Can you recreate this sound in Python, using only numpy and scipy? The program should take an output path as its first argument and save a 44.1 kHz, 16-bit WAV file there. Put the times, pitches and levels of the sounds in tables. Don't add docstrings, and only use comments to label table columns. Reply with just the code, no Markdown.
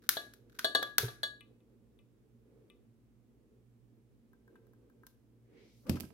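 import sys
import numpy as np
from scipy import signal
from scipy.fft import rfft, irfft, next_fast_len
from scipy.io import wavfile
from scipy.ndimage import uniform_filter1d

SR = 44100
rng = np.random.default_rng(int(sys.argv[2]) if len(sys.argv) > 2 else 0)


def wrap_up_sound(samples):
    columns = np.atleast_2d(samples).T
    tamed = np.clip(columns, -1, 1)
    steps = np.round(tamed * 32767).astype(np.int16)
    wavfile.write(sys.argv[1], SR, steps)


N = 270333
TIME = np.arange(N) / SR
RING = TIME[:int(SR * .7)]

# (frequency [Hz], level [dB])
CASE_COLOUR = [(60, -24), (220, -17), (600, -29.5), (1000, -14), (1300, -3), (1550, 5), (1950, -4.5),
               (2800, -8), (3800, -0.5), (4900, -2.5), (5900, -0.5), (8000, -9), (10500, 0), (13500, 4.5),
               (16000, -3)]
CASE_DB = -9
CLICK_PAN_DB = 1.5
# (time [s], level [dB])
LANDINGS = [(5.8959, -0.5), (5.928, -14.5), (5.949, -9.5), (6.009, -23.5), (6.039, -19.5)]


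def amp(db):
    return 10 ** (np.asarray(db) / 20)


def unit(x):
    return x / np.sqrt(np.mean(x ** 2) + 1e-20)


def read(points, hz):
    f, value = np.transpose(points)
    return np.interp(np.log(hz + 1), np.log(f + 1), value)


def sides(pan_db):
    return amp([[pan_db / 2], [-pan_db / 2]])


def add(mix, s, sound):
    part = mix[:, max(round(s * SR), 0):][:, :sound.shape[1]]
    part += sound[:, :part.shape[1]]


def fade(t, t60):
    return np.exp(-np.log(1000) * t / t60)


def drift(rate_hz):
    hz = np.fft.rfftfreq(N, 1 / SR)
    slow = rfft(rng.standard_normal(N)) * np.exp(-(hz / rate_hz) ** 2)
    return unit(irfft(slow, N))


def pair(x):
    # (frequency [Hz], likeness [0 to 1])
    likeness = [(30, 0.99), (120, 0.53), (300, 0.8), (700, 0.43), (1500, 0.092), (15000, 0.033)]
    size = x.shape[1]
    a, b = rfft(x)
    same = np.clip(read(likeness, np.fft.rfftfreq(size, 1 / SR)), -1, 1)
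    right = same * a + np.sqrt(1 - same ** 2) * b
    return irfft(np.array([a, right]), size)


def noise(colour):
    white = pair(rng.standard_normal((2, N)))
    gain = amp(read(colour, np.fft.rfftfreq(N, 1 / SR)))
    return unit(irfft(rfft(white) * gain, N))


def contact(colour, tilt_db, t60, rise=0.00037, pivot_hz=2500, size=4096):
    hz, t = abs(np.fft.fftfreq(size, 1 / SR)), TIME[:size]
    impacts = pair(rng.choice([-1., 1.], (2, size)))
    chatter = impacts * (1 - np.exp(-t / rise)) * fade(t, t60)
    power = uniform_filter1d(abs(np.fft.fft(chatter)) ** 2, size=24, axis=1, mode="wrap")
    octaves = np.log2(np.maximum(hz / pivot_hz, .5))
    gain = unit(amp(read(colour, hz) + tilt_db * octaves)) / np.sqrt(power)
    body = np.fft.ifft(np.exp(np.conj(signal.hilbert(np.log(gain))))).real
    return signal.fftconvolve(chatter, body[:, :size // 2], axes=1)


def ring(modes, tilt_db=0, rise=0.00063, scatter_db=1, pivot_hz=2500):
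    # (frequency [Hz], lead [radians])
    left_lead = [(450, 0), (1173, 0.8), (1680, 2.1), (2100, -0.3), (2938, -1.3), (3420, -0.15),
                 (3900, -2.5), (4400, -1.5), (5400, -0.8)]
    out = np.zeros((2, len(RING)))
    for hz, db, t60, pan_db in modes:
        level_db = db + scatter_db * rng.standard_normal() + tilt_db * np.log2(hz / pivot_hz)
        phase = read(left_lead, hz) * np.array([[.5], [-.5]])
        wave = np.sin(2 * np.pi * hz * RING + phase)
        out += amp(level_db) * sides(pan_db) * wave * fade(RING, t60)
    return out * (1 - np.exp(-RING / rise))


def stroke(peak_s, rise_db_per_s, fall_db_per_s):
    before = (peak_s - TIME) * rise_db_per_s
    after = (TIME - peak_s) * fall_db_per_s
    return amp(-np.maximum(before, after))


def room_tone(level_db=-66.5):
    # (frequency [Hz], relative level [dB])
    tone_colour = [(15, -48), (25, -22.5), (55, -2), (84, -21), (99, -7.5), (120, 6.5), (148, -14),
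                   (228, -3.5), (486, -19.5), (791, -29.5), (1180, -32), (1780, -35), (2520, -36.5),
                   (4330, -41), (15800, -43)]
    return amp(level_db) * noise(tone_colour)


def appliance_hum(waver_db=0.5, waver_turns=0.097):
    # (frequency [Hz], rms level [dB])
    tones = [(59.2, -79.5), (118.4, -77.5), (231.5, -75.5)]
    out = np.zeros(N)
    for hz, db in tones:
        level = amp(db + waver_db * drift(11))
        turns = hz * TIME + waver_turns * drift(1.6)
        out += level * np.sqrt(2) * np.sin(2 * np.pi * turns)
    return out


def rush(steady_db=-77, flutter_db=2.5):
    # (frequency [Hz], level [dB])
    rush_colour = [(100, -21.5), (250, -3.5), (350, 0.5), (480, 0.5), (600, -16), (900, -24), (2500, -34.5),
                   (6000, -45)]
    # (peak time [s], half length [s], level [dB])
    swell_list = [(0.85, 0.89, -67), (2.578, 0.23, -65.5), (3.52, 0.16, -71), (4.551, 0.093, -62.5),
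                  (4.855, 0.31, -72), (5.598, 0.11, -64), (6.05, 0.15, -68)]
    power = amp(steady_db) ** 2
    for s, half_s, db in swell_list:
        power = power + (amp(db) * np.exp(-((TIME - s) / half_s) ** 2)) ** 2
    return noise(rush_colour) * np.sqrt(power) * amp(flutter_db * drift(6.7))


def background():
    return (appliance_hum() + room_tone() + rush()) * sides(pan_db=-2.0)


def kitchen(x, first_s=0.0015):
    # (frequency [Hz], time to fall by 60 dB [s])
    decay = [(100, 0.72), (500, 0.27), (1500, 0.41), (4000, 0.34), (10000, 0.35), (16000, 0.23)]
    # (frequency [Hz], level [dB])
    reflection_colour = [(100, -7.5), (400, 9.5), (1500, -7.5), (3000, -2.5), (6000, -3.5), (12000, -4),
                         (16000, -4.5)]
    shape = (2, len(RING))
    sparse = rng.standard_normal(shape) * (rng.random(shape) < .15)
    echoes = pair(sparse) * (RING > first_s)
    hz, t, z = signal.stft(echoes, SR, nperseg=256)
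    tail = signal.istft(z * fade(t, read(decay, hz)[:, None]), SR, nperseg=256)[1]
    size = next_fast_len(N + SR)
    gain = amp(read(reflection_colour, np.fft.rfftfreq(size, 1 / SR)))
    response = rfft(tail / np.linalg.norm(tail[0]), size) * gain
    return irfft(rfft(x, size) * response, size)[:, :N]


def sleeve(width_octaves=0.93):
    # (frequency [Hz], level [dB])
    cloth_colour = [(500, -2), (1000, -6), (1850, 1), (2200, 7.5), (2600, -1), (3800, -0.5), (5500, 0.5),
                    (8000, -5.5), (14000, 5)]
    peak_s, length_s, level_db = 5.585, 0.27, -68.5
    peak_hz, octaves_per_s = 2130, 6.2
    hz, t, z = signal.stft(noise(cloth_colour), SR, nperseg=512)
    centre = peak_hz * 2 ** (octaves_per_s * np.clip(t - peak_s, -length_s, length_s))
    distance = np.log2((hz[:, None] + 1) / centre)
    band = np.exp(-distance ** 2 / (2 * width_octaves ** 2))
    band /= np.sqrt(np.mean(band ** 2, axis=0))
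    swing = stroke(peak_s, rise_db_per_s=172, fall_db_per_s=20) * (TIME < peak_s + length_s)
    return signal.istft(z * band, SR, nperseg=512)[1][:, :N] * amp(level_db) * swing


def slide(grain_db=3):
    # (frequency [Hz], level [dB])
    rub_colour = [(60, -5.5), (200, 10), (400, 2.5), (560, 9), (720, -15), (1200, -4.5), (3000, -28),
                  (12000, -31)]
    rub_db, rub_follows = -40.5, 0.82
    rubs = [amp(rub_db + rub_follows * db) * stroke(s, rise_db_per_s=527, fall_db_per_s=512)
            for s, db in LANDINGS]
    return noise(rub_colour) * np.max(rubs, axis=0) * amp(grain_db * drift(86))


def counter_thuds():
    # (frequency [Hz], level [dB], 60 dB decay [s], left minus right [dB])
    counter_modes = [(85, -30, 0.49, 0), (133, -31, 0.22, -1.5), (197, -19.5, 0.037, 5),
                     (216.6, -17, 0.043, -7), (286, -26, 0.095, 0), (338, -30.5, 0.07, 0),
                     (507, -35.5, 0.033, -6), (170, -22, 0.061, -5)]
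    out = np.zeros((2, N))
    for s, db in LANDINGS:
        add(out, s, amp(db) * ring(counter_modes, rise=0.0031))
    return out


def counter_taps():
    # (time [s], level [dB], brightness [dB per octave], 60 dB decay [s], left minus right [dB])
    tap_list = [(5.8673, -34.5, -2.5, 0.11, 8.5), (5.8952, -11, -1, 0.016, 8), (5.956, -23.5, -3, 0.095, 1),
                (6.0007, -25, 0.5, 0.0023, -8), (6.0063, -16.5, 2, 0.006, -6.5),
                (6.104, -40.5, -10, 0.013, -17)]
    # (frequency [Hz], level [dB])
    stone_colour = [(100, 3.5), (700, 1), (1600, -4.5), (2400, 2.5), (3200, -1), (3800, -4.5), (4800, 1.5),
                    (7000, -6), (10000, -4.5), (13000, 1), (16000, -8.5)]
    out = np.zeros((2, N))
    for s, db, tilt_db, t60, pan_db in tap_list:
        add(out, s, amp(db) * sides(pan_db) * contact(stone_colour, tilt_db, t60))
    return out


def ignition_whump():
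    # (time [s], level [dB])
    puff_list = [(1.002, -18), (1.032, -4.5), (1.0405, -3), (1.079, -25.5)]
    # (frequency [Hz], level [dB], 60 dB decay [s], left minus right [dB])
    air_modes = [(120.37, -28.5, 0.14, -0.5), (139, -35.5, 0.017, -5.5), (406, -28, 0.11, -1),
                 (916, -47, 0.06, 1), (72.26, -38, 0.08, -2), (276, -33.5, 0.044, 0)]
    out = np.zeros((2, N))
    for s, db in puff_list:
        add(out, s, amp(db) * ring(air_modes, rise=0.001))
    return out


def rim_touches():
    # (time [s], level [dB])
    touch_list = [(1.4075, 5.5), (1.604, -18.5), (1.9895, -9), (2.7, 0), (4.561, -17.5)]
    # (frequency [Hz], level [dB], 60 dB decay [s], left minus right [dB])
    rim_modes = [(1171, -72.5, 0.19, 8), (2050, -72.5, 0.17, 12), (2390, -66, 0.075, 8),
                 (2577, -62, 0.1, 3.5), (2940, -62.5, 0.091, 5), (3370, -57, 0.014, 7),
                 (3590, -53, 0.014, 9), (8700, -65, 0.025, 4), (9770, -61.5, 0.011, -2),
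                 (13500, -62, 0.0082, -5)]
    out = np.zeros((2, N))
    for s, db in touch_list:
        add(out, s, amp(db) * ring(rim_modes))
    return out


def glass_clinks(count=22):
    # (time [s], level [dB], brightness [dB per octave], dull knock level [dB],
    #          60 dB decay of the chatter [s])
    clink_list = [(0.1691, -12.5, -2.5, -12.5, 0.0093), (0.6446, -4.5, 1, -2.5, 0.045),
                  (0.7492, -1, 0, 1, .035), (0.8260, -11, -6, -12, 0.022), (0.9842, -15, -3.5, -13, 0.06),
                  (1.082, -24, -4, -21.5, 0.052), (1.2315, -8.5, 2, -10, 0.023)]
    # (frequency [Hz], level [dB], 60 dB decay [s], left minus right [dB])
    glass_modes = [(1173, -38, .22, 5), (1664, -30.5, .18, 2), (1673, -27.5, .31, 3), (1700, -29, .12, -1),
                   (2938, -40, .17, 1), (3333, -30.5, .1, 2), (3456, -25.5, .135, -8),
                   (3896, -25.5, .125, 7), (4000, -25, .13, 3), (4390, -32, .14, 5), (4420, -31, .135, 5),
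                   (1490, -39, .06, 0), (2060, -48, .1, 2), (3500, -37, .06, 0), (4156, -45, .12, 0),
                   (5435, -45, .12, 3), (6322, -48, .11, -2), (7125, -49, .12, 2), (8786, -49, .09, 2),
                   (9475, -53, .12, 2), (10295, -50, .1, 2), (11610, -54, .09, 2)]
    # (frequency [Hz], level [dB], 60 dB decay [s], left minus right [dB])
    wax_modes = [(322.2, -40.5, .07, 0), (437, -40.5, .06, -0.5), (642, -31, 0.066, 13),
                 (700, -38, .025, 12), (1093, -39, 0.076, 4.5)]
    # (frequency [Hz], level [dB])
    knock_colour = [(60, -16), (200, -7), (450, -0.5), (680, 5), (900, -0.5), (1200, -5.5), (1600, 4),
                    (2400, -21.5), (3600, 5), (4400, 4.5), (5200, -19.5), (10000, -13), (16000, -19.5)]
    # (lowest [Hz], highest [Hz], level at the lowest [dB], 60 dB decay [s])
    low_hz, high_hz, low_db, overtone_t60 = (5599.5, 14999.5, -58.5, 0.2162)
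    overtones = []
    for hz in np.geomspace(low_hz, high_hz, count):
        detuned_hz = hz * 2 ** (rng.uniform(-1, 1) / 10)
        level_db = low_db - 6 * np.log2(hz / low_hz)
        overtones.append((detuned_hz, level_db, overtone_t60, 2))
    out = np.zeros((2, N))
    for s, db, tilt_db, knock_db, t60 in clink_list:
        add(out, s, amp(db) * ring(list(glass_modes) + overtones, tilt_db, rise=0.002, scatter_db=2.06))
        add(out, s, amp(knock_db) * ring(wax_modes))
        add(out, s, amp(knock_db) * sides(pan_db=3.0) * contact(knock_colour, tilt_db, t60))
    return out


def trigger_scrape(count=9):
    # (start [s], end [s], level of one slip before the case level [dB])
    squeeze_list = [(0.02, 0.082, -36), (0.496, .585, -36.5), (0.592, .64, -26.5)]
    out = np.zeros((2, N))
    for start, end, db in squeeze_list:
        for s in rng.uniform(start, end, count):
            add(out, s, amp(db + CASE_DB) * contact(CASE_COLOUR, tilt_db=-5.5, t60=.02))
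    return out


def trigger_creaks():
    # (time [s], level of the ring [dB])
    creak_list = [(0.591, 18.5), (4.332, -5.5), (4.4783, -6), (4.556, 0.5), (4.6681, -12), (4.7340, -8.5),
                  (4.8993, -8.5), (5.0341, 4.5), (5.0686, -1.5), (5.97, 12.5), (6.034, 6.5)]
    # (frequency [Hz], level [dB], 60 dB decay [s], left minus right [dB])
    trigger_modes = [(1040, -56.5, 0.018, 3.5), (1285.5, -56.5, .02, 1.5), (1576, -57.5, 0.052, 4)]
    tick_db = -51
    out = np.zeros((2, N))
    for s, db in creak_list:
        add(out, s, amp(db) * ring(trigger_modes, rise=.0006, scatter_db=2.5))
        tick = contact(CASE_COLOUR, tilt_db=3, t60=0.0095)
        add(out, s, amp(tick_db) * sides(CLICK_PAN_DB) * tick)
    return out


def trigger_snaps():
    # (time [s], level before the case level [dB], brightness [dB per octave])
    snap_list = [(0.0684, -34.5, -4), (0.091, 14.5, -1.5), (0.3367, -21, -2.5), (0.55, -29.5, -6.5),
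                 (0.5885, -9, -6), (0.5919, -0.5, -5), (0.8283, -5.5, -4), (0.9823, 15, -2.5),
                 (5.0665, -20, 0)]
    t60_at_0_db, db_per_halving = 0.0125, 43.5
    out = np.zeros((2, N))
    for s, db, tilt_db in snap_list:
        t60 = t60_at_0_db * 2 ** (-db / db_per_halving)
        add(out, s, amp(db + CASE_DB) * sides(CLICK_PAN_DB) * contact(CASE_COLOUR, tilt_db, t60))
    return out


def scene():
    lighter = trigger_snaps() + trigger_creaks() + trigger_scrape() + counter_taps()
    glass = glass_clinks() + rim_touches()
    lows = ignition_whump() + counter_thuds()
    reflections = kitchen(amp(-4.5) * lighter + amp(-8.5) * glass + amp(-15.0) * lows)
    return lighter + glass + lows + reflections + sleeve() + slide() + background()


def record(dry, low_hz=38, high_hz=16200):
    high_pass = signal.butter(2, low_hz, "high", fs=SR, output="sos")
    thin = signal.sosfilt(high_pass, dry)
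    low_pass = signal.firwin(255, high_hz, window=("kaiser", 9), fs=SR)
    return signal.oaconvolve(thin, low_pass[None], "same")


dry = scene()
out = record(dry)
wrap_up_sound(out)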